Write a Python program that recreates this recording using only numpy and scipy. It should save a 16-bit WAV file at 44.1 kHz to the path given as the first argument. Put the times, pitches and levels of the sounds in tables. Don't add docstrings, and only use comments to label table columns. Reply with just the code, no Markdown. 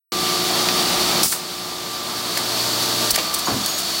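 import sys
import numpy as np
from scipy import signal
from scipy.fft import rfft, irfft, next_fast_len
from scipy.io import wavfile
from scipy.ndimage import minimum_filter1d, map_coordinates

SR = 44100
rng = np.random.default_rng(int(sys.argv[2]) if len(sys.argv) > 2 else 0)


def digitize_waveform(pressure):
    field = np.atleast_2d(pressure).T
    bounded = np.clip(field, -1, 1)
    quanta = np.round(bounded * 32767).astype(np.int16)
    wavfile.write(sys.argv[1], SR, quanta)


N = 176400
TIME = np.arange(N) / SR
PITCH_DRIFT = 0.00105

# (time [s], rumble [dB], whirr [dB])
MACHINE_LEVELS = [(.12, -30.5, -23.5), (.6, -26, -21), (1.2, -25, -20), (1.6, -27, -21), (2.2, -23, -18),
                  (2.55, -23.5, -16.5), (3.05, -26.5, -18.5), (3.3, -28.5, -23), (3.6, -29, -22),
                  (4, -31, -21.5)]


def amp(db):
    return 10 ** (np.asarray(db) / 20)


def unit(x):
    return x / np.sqrt(np.mean(x ** 2) + 1e-20)


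def curves(rows):
    times, *columns = np.transpose(rows)
    return [np.interp(TIME, times, column) for column in columns]


def wobble(rate):
    return map_coordinates(rng.standard_normal(2048), [TIME * rate], mode="wrap")


def filtered(x, response):
    size = next_fast_len(N + SR // 4)
    return irfft(rfft(x, size) * response(np.fft.rfftfreq(size, 1 / SR)), size)[:N]


def colour(x, points):
    freqs, db = np.transpose(points)
    return unit(filtered(x, lambda hz: amp(np.interp(np.log(hz + 1), np.log(freqs + 1), db))))


def noise():
    return rng.standard_normal(N)


def band(centre_hz, octaves):
    return unit(filtered(noise(), lambda hz: 1 / (1 + (np.log2((hz + 1) / centre_hz) / octaves) ** 2) ** 2))


def blend(place, infeed, further):
    far = np.clip(place, 0, 1)
    return np.sqrt(1 - far) * colour(noise(), infeed) + np.sqrt(far) * colour(noise(), further)


def envelope(start, rise, hold, fade):
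    age = TIME - start
    dying = np.exp(-np.log(1000) * np.maximum(age - rise - hold, 0) / fade)
    return np.clip(age / rise, 0, 1) * dying


def drifting_phase(hz, drift, rate):
    return 2 * np.pi * np.cumsum(hz * (1 + drift * wobble(rate))) / SR


def cutters(place):
    # (frequency [Hz], level [dB])
    whirr_infeed = [(600, -50), (1500, -11), (1900, -8.5), (2500, -8.5), (3600, -2), (4000, -2.5),
                    (4500, -.5), (5000, -4), (5650, -5), (6400, -9.5), (8500, -12), (11000, -14.5),
                    (12700, -17), (15500, -16)]
    whirr_further = [(600, -34), (1500, -10), (2300, -11), (3000, -6.5), (3700, -2.5), (4000, -2.5),
                     (4500, 0), (5100, -4), (6300, -8), (8500, -11), (11000, -14.5), (12700, -14.5)]
    # (infeed [dB], glue station [dB], trimmers [dB])
    note_levels = [-15, -11, -8]
    note_hz, width_hz, chips_per_s = 4463, 45, 80
    _, whirr_db = curves(MACHINE_LEVELS)
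    note = unit(filtered(noise(), lambda hz: 1 / (1 + ((hz - note_hz) / width_hz) ** 2)))
    note *= amp(np.interp(place, [0, 1, 2], note_levels))
    ticks = (rng.random(N) < chips_per_s / SR) * amp(5 * noise())
    chips = amp(-24) * colour(ticks, whirr_further)
    whirr = blend(place, whirr_infeed, whirr_further)
    return (whirr + note + chips) * amp(whirr_db + .4 * wobble(25.15))


def feed_chain(place):
    # (frequency [Hz], level [dB])
    rumble_infeed = [(25, -38), (55, 9), (88, -22.5), (160, 5), (270, -2.5), (500, -3.5), (700, 1.5),
                     (1000, -3), (1280, 0.5), (1600, -15), (2400, -7), (5000, -80)]
    rumble_further = [(25, -24), (55, -10), (85, -2.5), (135, -2), (330, 0), (490, -4), (620, 2.5),
                      (820, -0.5), (1250, 1), (1600, -7.5), (2400, -14), (5000, -80)]
    rumble_db, _ = curves(MACHINE_LEVELS)
    return blend(place, rumble_infeed, rumble_further) * amp(rumble_db + 0.57 * wobble(29.89))


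def motors(place):
    # (pitch [Hz], infeed [dB], glue station [dB], trimmers [dB])
    hums = [(59.8, -52, -47, -42), (117.5, -52, -33, -53), (168.6, -49, -66, -46.5),
            (178.2, -40.5, -39, -52), (199.4, -48, -65, -48), (237.3, -43, -37.5, -50),
            (305, -44.5, -35.5, -71), (330.3, -37.5, -45, -38.5), (359.8, -31.5, -32.5, -64),
            (446.6, -45.5, -36.5, -50), (598, -65, -36.5, -56), (682, -47.5, -41.5, -44),
            (749.5, -36, -38, -45), (905, -70, -36, -62), (2374, -61, -43, -44), (4465, -43, -35, -39),
            (6830, -52, -53, -56)]
    out = np.zeros(N)
    for hz, *levels in hums:
        phase = drifting_phase(hz, PITCH_DRIFT, rate=15) + rng.uniform(0, 2 * np.pi)
        out += amp(np.interp(place, [0, 1, 2], levels)) * np.sqrt(2) * np.sin(phase)
    return out


def valves():
    # (time [s], level [dB], rise [s], hold [s], fade [s])
    blasts = [(1.2313, -9.5, 0.0009, 0.04, 0.23), (1.274, -7, 0.014, 0.02, 0.23),
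              (2.372, -10.5, 0.0017, .003, .03), (3.103, -6.5, 0.0062, 0.0065, 0.022),
              (3.146, -25, 0.0026, .006, 0.033), (3.157, -8.5, 0.0025, 0.0029, 0.0087),
              (3.338, -13, 0.0033, 0.0044, 0.05), (3.384, -19.5, .003, .008, 0.045),
              (3.66, -8, 0.0013, 0.0014, .012), (3.677, -25, 0.0031, 0.0087, 0.074),
              (3.779, -20, 0.0039, .018, .08)]
    # (frequency [Hz], level [dB])
    hiss_colour = [(500, -42), (2500, -14), (4300, -4), (5000, 0), (5600, -1), (7000, -3), (8000, 0.5),
                   (10000, -2), (12500, -7), (15000, -2)]
    flow = sum(amp(db) * envelope(start, rise, hold, fade) for start, db, rise, hold, fade in blasts)
    return flow * colour(noise(), hiss_colour) * amp(0.75 * wobble(250))


def clacks():
    # (time [s], level [dB], fade [s], centre pitch [Hz])
    hits = [(.686, -13.5, .028, 2900), (1.3235, -12, .06, 2000), (2.3725, -10.5, .016, 2000),
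            (2.4026, -22, .025, 2500), (3.147, -17, .04, 3500), (3.161, -10, .012, 2200),
            (3.178, -21, .16, 550), (3.184, -16.5, .09, 3000), (3.309, -25, .03, 2200)]
    # (pitch [Hz], level [dB], fade [s])
    steel_notes = [(1150, -6, .05), (1880, 0, .06), (2280, -2, .04), (3050, -3, .04), (5000, -6, .04)]
    out = np.zeros(N)
    for start, db, fade, centre_hz in hits:
        ring = np.zeros(N)
        for hz, note_db, note_fade in steel_notes:
            strength = amp(note_db + rng.normal(0, 0.67)) * envelope(start, 0.0015, 0, note_fade)
            ring += strength * np.sin(2 * np.pi * hz * (TIME - start))
        crack = band(centre_hz, octaves=1.3) * envelope(start, 0.00041, 0.00049, fade)
        out += amp(db) * (crack + amp(-13) * ring)
    return out


def thuds():
    bumps = [(1.236, -19.5, 0.026, 0.14, 170), (3.122, -25, 0.011, .05, 80),
             (3.468, -17.5, 0.0031, 0.34, 855), (3.478, -19, 0.01, 0.43, 265),
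             (3.512, -18.5, .008, 0.24, 88), (3.549, -24, 0.015, 0.51, 169)]
    return sum(amp(db) * band(hz, octaves=1) * envelope(start, rise, 0, fade)
               for start, db, rise, fade, hz in bumps)


def roller():
    # (time [s], length [s], level [dB])
    spurts = [(3.454, 0.0062, -19), (3.48, 0.045, -33), (3.57, 0.043, -28), (3.628, 0.056, -33),
              (3.683, .105, -27)]
    grip = sum(amp(db) * envelope(start, .004, length, 0.034) for start, length, db in spurts)
    phase = drifting_phase(hz=6693, drift=.0015, rate=120)
    return grip * amp(2.6 * wobble(50)) * (np.sin(phase) + amp(-10) * np.sin(2 * phase))


def fan():
    # (time [s], level [dB])
    whine_levels = [(.2, -30), (.8, -36.5), (1.25, -37), (2, -27.5), (2.6, -39), (3, -35), (3.35, -32),
                    (3.9, -45)]
    db, = curves(whine_levels)
    phase = drifting_phase(hz=1177.3, drift=PITCH_DRIFT, rate=13)
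    return amp(db + 0.54 * wobble(13)) * np.sqrt(2) * np.sin(phase)


def draughts():
    # (time [s], level [dB], rise [s], hold [s], fade [s])
    pushes = [(1.252, 1, 0.031, 0.013, 0.086), (3.114, -6.5, 0.0095, 0.0024, 0.028)]
    return sum(amp(db) * envelope(start, rise, hold, fade) for start, db, rise, hold, fade in pushes)


def workshop(x):
    tail = (noise() * envelope(0.002, 0.0013, 0, fade=0.21))[:SR]
    return x + amp(-9) * signal.fftconvolve(x, tail / np.linalg.norm(tail))[:N]


def held(x, seconds):
    size = int(seconds * SR) | 1
    return -minimum_filter1d(-x, size, origin=size // 2, mode="nearest")


def lagged(x, seconds):
    keep = np.exp(-1 / (seconds * SR))
    return signal.lfilter([1 - keep], [1, -keep], x)


def gain_control(x):
    limit_db, react_s, recover_db_per_s = -14, .002, 7
    level_db = 10 * np.log10(lagged(x ** 2, react_s) + 1e-12)
    over_db = np.maximum(level_db - limit_db, 0)
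    fast_db = lagged(held(over_db, seconds=.009), react_s)
    slow_db = held(lagged(fast_db, seconds=0.061), seconds=0.73)
    ramp = recover_db_per_s * TIME
    recovering_db = np.maximum.accumulate(slow_db + ramp) - ramp
    return amp(-np.maximum(fast_db, recovering_db))


def scene():
    # (time [s], place [0 infeed, 1 glue station, 2 trimmers])
    walk = [(1.3, 0.45), (1.8, 0.61), (2.55, 1.05), (3.05, 1), (3.35, 2.4)]
    place, = curves(walk)
    shaft_hz = 59.5
    pulsing = 1 + .035 * np.sin(2 * np.pi * shaft_hz * TIME)
    running = pulsing * (cutters(place) + feed_chain(place)) + motors(place) + fan()
    bursts = workshop(valves() + clacks() + thuds())
    mono = running + bursts + roller() + draughts()
    return np.array([mono, mono])


def record(dry):
    start_s, bass_hz, top_hz = .12, 46, 15900
    wet = dry * gain_control(dry[0]) * (TIME > start_s)
    response = lambda hz: (hz < top_hz) * (1j * hz / (bass_hz + 1j * hz)) ** 4
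    return np.array([filtered(channel, response) for channel in wet])


dry = scene()
out = record(dry)
digitize_waveform(out)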